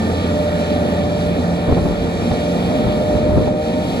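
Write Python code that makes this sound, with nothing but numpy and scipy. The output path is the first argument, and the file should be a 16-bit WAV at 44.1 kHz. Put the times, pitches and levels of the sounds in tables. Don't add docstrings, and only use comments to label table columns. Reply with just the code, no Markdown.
import sys
import numpy as np
from scipy import signal
from scipy.fft import rfft, irfft
from scipy.io import wavfile
from scipy.ndimage import uniform_filter1d

SR = 44100
rng = np.random.default_rng(int(sys.argv[2]) if len(sys.argv) > 2 else 0)


def put_to_file(sound):
    columns = np.atleast_2d(sound).T
    safe = np.clip(columns, -1, 1)
    whole_steps = np.round(safe * 32767)
    wavfile.write(sys.argv[1], SR, whole_steps.astype(np.int16))


N = 176400
TIME_S = np.arange(N) / SR

# time in seconds, level in dB.
DRONE_DB = [(0, -29.5), (.3, -27), (.7, -26), (1.0, -26.5), (1.3, -23.5), (1.55, -24), (1.9, -30),
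            (2.25, -27), (2.6, -22), (2.85, -27.5), (3.2, -35), (3.6, -30.5), (4, -30.5)]
# multiple of the firing rate, starting level in dB, fade in dB per second.
EXHAUST_TONES = [(1, -24.5, 4), (4, -39.5, -0.5), (5, -31.5, 6), (6, -45, -3), (14, -44, 5)]
# multiple of the firing rate, level in dB.
SHAFT_TONES = [(4.235, -42), (5.17, -45.5), (5.34, -36), (8.73, -42)]
TONE_WAVER_DB, TONE_JITTER_HZ = 3.5, 1.287

def diesel(firings):
    drone = undb(curve(DRONE_DB)) * tone(2 * firings, waver_db=1.24, jitter_hz=0.9)
    for multiple, db, fade in EXHAUST_TONES:
        drone += undb(db - fade * TIME_S) * tone(multiple * firings, waver_db=0.85, jitter_hz=0.53)
    for multiple, db in SHAFT_TONES:
        drone += undb(db) * tone(multiple * firings, TONE_WAVER_DB, TONE_JITTER_HZ)
    return drone


# time in seconds, level in dB.
WHINE_DB = [(0, -58), (.15, -33.5), (.345, -25), (.362, -19), (.52, -22), (.55, -26), (.7, -23.5),
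            (1.0, -24), (1.28, -24.5), (1.42, -31), (1.7, -27.5), (2.0, -27.5), (2.2, -39.5), (2.5, -23.5),
            (2.64, -40), (2.75, -24), (3.1, -21.5), (3.42, -20), (3.65, -25.5), (3.85, -26.5), (4, -38.5)]
OVERTONE_DB = [(0, -38.5), (1.5, -46), (3.0, -42), (3.55, -47), (3.8, -39), (4, -38)]
# multiple of the piston rate, starting level in dB, fade in dB per second.
WEAK_PUMP_TONES = [(1, -36, 0), (4, -45.5, 1.5), (6, -47, 3), (8, -53, 0)]
STROKES_PER_FIRING = 3.44

def hydraulic_pump(firings):
    strokes = STROKES_PER_FIRING * firings
    flutter_db = 1.66 * walk(rate_hz=40)
    whine = undb(curve(WHINE_DB) + flutter_db) * tone(2 * strokes, waver_db=-0.5, jitter_hz=1.25)
    whine += undb(curve(OVERTONE_DB)) * tone(3 * strokes, waver_db=-0.5, jitter_hz=1.25)
    for multiple, db, fade in WEAK_PUMP_TONES:
        jitter_hz = multiple * TONE_JITTER_HZ / 2
        whine += undb(db - fade * TIME_S) * tone(multiple * strokes, TONE_WAVER_DB, jitter_hz)
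    return whine


# frequency in Hz, relative spectral density in dB.
ROAR_SPECTRUM = [(20, -49), (40, -16), (65, -4), (100, -4.5), (170, -4.5), (220, 2.5), (280, -0.5),
                 (335, -10), (400, -8.5), (460, -6), (560, -6), (650, -8), (740, -8.5), (850, -16),
                 (1100, -24), (1600, -27), (4000, -68)]
CLATTER_SPECTRUM = [(500, -47), (1000, -15), (1250, 3.5), (1550, 3), (1830, 4.5), (2200, -12), (3000, -45),
                    (8000, -52)]
HISS_SPECTRUM = [(400, -35), (1000, -40), (1300, 1.5), (1600, -2.5), (1850, -0.5), (2100, -2), (2380, 0),
                 (2750, -3.5), (3300, -1.5), (4200, -4), (5000, -10), (6300, -15), (8200, -15), (8750, -17),
                 (9300, -19.5), (10400, -16.5), (11500, -34), (13000, -19), (14000, -40)]
# time in seconds, level in dB.
ROAR_DB = [(0, -20.5), (.3, -19.5), (.8, -20), (1.5, -20.5), (2.1, -21.5), (2.8, -18), (3.3, -20),
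           (3.62, -23.5), (3.8, -20), (4, -21)]
HISS_DB = [(0, -33), (.3, -33), (.8, -34.5), (1.5, -35), (2.0, -35), (2.3, -33), (2.8, -33), (3.08, -34.5),
           (3.2, -35.5), (3.45, -35.5), (3.54, -40), (3.66, -34.5), (4, -33)]
CLATTER_DB, CLATTER_FADE_DB_PER_S = -38.5, 2
PUFF_DECAY_CYCLES, THROB_DEPTH, HISS_THROB_DEPTH = 0.041, 0.083, 0.07

def machinery(firings):
    puff = np.exp(-(firings % 1) / PUFF_DECAY_CYCLES)
    puff = (puff - puff.mean()) / puff.std()
    throb = 1 + THROB_DEPTH * puff
    roar = colour(turbulence() * throb, ROAR_SPECTRUM) * undb(curve(ROAR_DB))
    rattle = undb(3 * walk(rate_hz=150))
    clatter = colour(turbulence() * throb * rattle, CLATTER_SPECTRUM)
    clatter *= undb(CLATTER_DB - CLATTER_FADE_DB_PER_S * TIME_S)
    hiss = colour(turbulence() * (1 + HISS_THROB_DEPTH * puff), HISS_SPECTRUM)
    return roar + clatter + hiss * undb(curve(HISS_DB))


# time in seconds, level in dB.
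GUST_DB = [(0, -55), (1.0, -38), (1.4, -30), (1.65, -54), (1.72, -23), (1.86, -22), (1.98, -24),
           (2.3, -27.5), (2.45, -38), (2.75, -33), (2.87, -22.5), (3.08, -31), (3.17, -24), (3.3, -17.5),
           (3.42, -20.5), (3.48, -18.5), (3.63, -40), (3.87, -30), (4, -31)]
# peak time in seconds, thump level in dB, rasp level in dB, decay in seconds.
BUFFETS = [(1.684, -15, -22, 0.016), (1.699, -11, -36, 0.01), (1.727, -5.5, -14, 0.007),
           (1.753, -22, -38, 0.0081), (1.775, -15, -15, .018), (1.858, -12.5, -23, 0.02),
           (1.912, -16, -30, 0.015), (2.13, -31, -28, .02), (2.23, -24.5, -23.5, 0.025),
           (2.316, -12, -18, 0.018), (2.865, -17, -29, .037), (3.15, -15, -46, 0.031),
           (3.30, -23, -31, 0.021), (3.376, -8, -21.5, .018), (3.413, -12, -24, .015),
           (3.475, -34, -17, .018), (3.54, -20, -49, 0.022)]
# frequency in Hz, relative spectral density in dB.
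WIND_SPECTRUM = [(15, -26), (30, -15), (55, 1.5), (120, -1.5), (250, -5), (500, -14), (900, -23.5),
                 (1400, -32), (2200, -46), (8000, -73)]
RASP_SPECTRUM = [(100, -34), (300, 2.5), (500, 7), (750, -3.5), (1050, -9), (1400, -24), (2200, -27),
                 (6000, -59)]
BUFFET_ATTACK_S = 0.0074

def wind():
    thump_power, rasp_power = 0, 0
    for peak_s, thump_db, rasp_db, decay_s in BUFFETS:
        envelope = np.exp(-np.maximum((peak_s - TIME_S) / BUFFET_ATTACK_S, (TIME_S - peak_s) / decay_s))
        thump_power += (undb(thump_db) * envelope) ** 2
        rasp_power += (undb(rasp_db) * envelope) ** 2
    rumble = eddies(WIND_SPECTRUM) * undb(curve(GUST_DB))
    thumps = hold_level(eddies(WIND_SPECTRUM)) * np.sqrt(thump_power)
    rasps = hold_level(eddies(RASP_SPECTRUM)) * np.sqrt(rasp_power)
    return rumble + thumps + rasps


def eddies(spectrum, unshared_db=-2, swirl_db=2.5):
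    noise = rng.standard_normal((3, N))
    air = noise[0] + undb(unshared_db) * noise[1:]
    return colour(air * undb(swirl_db * walk(rate_hz=110)), spectrum)


def turbulence(bands=9, flicker_db=1.05, swell_db=0.32):
    noise, flow = rfft(rng.standard_normal((3, N))), 0
    octave = by_bin([(50, 0), (12800, bands - 1)])
    for k in range(bands):
        band = irfft(noise * np.maximum(1 - abs(octave - k), 0), N)
        flow += band * undb(flicker_db * walk(rate_hz=16))
    return flow * undb(swell_db * walk(rate_hz=6.23))


def tone(cycles, waver_db, jitter_hz):
    phase = cycles + np.cumsum(jitter_hz * walk(rate_hz=24.94)) / SR + rng.random()
    return np.sqrt(2) * np.sin(2 * np.pi * phase) * undb(waver_db * walk(rate_hz=10))


def walk(rate_hz):
    hold = max(int(SR / rate_hz), 2)
    steps = np.repeat(rng.standard_normal(N // hold + 2), hold)
    smooth = uniform_filter1d(uniform_filter1d(steps, hold), hold)[:N]
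    return smooth / smooth.std()


def colour(x, spectrum):
    shaped = irfft(rfft(x) * undb(by_bin(spectrum)), N)
    return shaped / shaped.std()


def hold_level(x, window_s=0.02):
    return x / np.sqrt(uniform_filter1d(np.mean(x ** 2, axis=0), int(window_s * SR)))


def undb(db):
    return 10 ** (np.asarray(db) / 20)


def curve(rows):
    return np.interp(TIME_S, *np.array(rows).T)


def by_bin(rows):
    hz, value = np.array(rows).T
    bin_hz = np.maximum(np.arange(N // 2 + 1) * SR / N, 1)
    return np.interp(np.log(bin_hz), np.log(hz), value)


# frequency in Hz, phase lead of the left port in radians.
PORT_PHASE_RAD = [(20, 0), (100, .05), (250, .4), (600, .9), (850, 1), (1400, 2), (1600, 3.6), (1900, 5.6),
                  (2030, 9.7), (2300, 12.6), (2570, 15), (3050, 15.7), (3600, 17.4), (4200, 18.8),
                  (4600, 19.3), (5300, 21.6), (6500, 20.4), (7100, 18.7), (8000, 16.6), (8800, 15.5),
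                  (10000, 12.9), (14000, 12.5)]
# frequency in Hz, left minus right in dB.
PORT_BALANCE_DB = [(50, 0.5), (200, -1.4), (450, -1), (600, -1.3), (780, 2.5), (1200, 3.5), (1550, -3),
                   (1950, 0.5), (2350, -1.5), (4200, -0.1), (5600, -3.5), (7500, -0.5), (14000, 0)]
# frequency in Hz, scattered over direct noise in dB.
DIFFUSE_DB = [(50, -1.5), (200, -13.5), (700, -6), (1150, 5), (1600, -7), (2700, -7.5), (4300, -10),
              (5500, 0), (7000, 8.5), (8800, -9), (14000, 40)]

def microphone_ports(tones, noise):
    diffuse_ratio = undb(by_bin(DIFFUSE_DB))
    direct_gain = 1 / np.sqrt(1 + diffuse_ratio ** 2)
    sides = np.array([[1], [-1]]) / 2
    direct = (rfft(tones) + direct_gain * rfft(noise[0])) * np.exp(1j * sides * by_bin(PORT_PHASE_RAD))
    scattered = direct_gain * diffuse_ratio * rfft(noise[1:])
    return irfft((direct + scattered) * undb(sides * by_bin(PORT_BALANCE_DB)), N)


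# time in seconds, engine firing rate in Hz.
FIRING_HZ = [(0, 86.74), (.45, 86.65), (1.0, 85.84), (1.3, 86.73), (1.9, 85.95), (2.4, 86.8), (2.75, 87.87),
             (3.1, 87.53), (3.45, 87.9), (3.7, 88.7), (4, 88.76)]
DRIFT_DB_PER_S = 0.24

def scene():
    firings = np.cumsum(curve(FIRING_HZ)) / SR
    vehicle = microphone_ports(diesel(firings) + hydraulic_pump(firings), machinery(firings))
    pan_db = DRIFT_DB_PER_S * (TIME_S - N / SR / 2)
    return vehicle * undb(np.array([pan_db, -pan_db]) / 2) + wind()


def record(dry, ceiling=0.85, cutoff_hz=14300):
    rounded = dry / (1 + (dry / ceiling) ** 6) ** (1 / 6)
    return signal.sosfilt(signal.ellip(8, .2, 80, cutoff_hz, fs=SR, output="sos"), rounded)


dry = scene()
out = record(dry)
put_to_file(out)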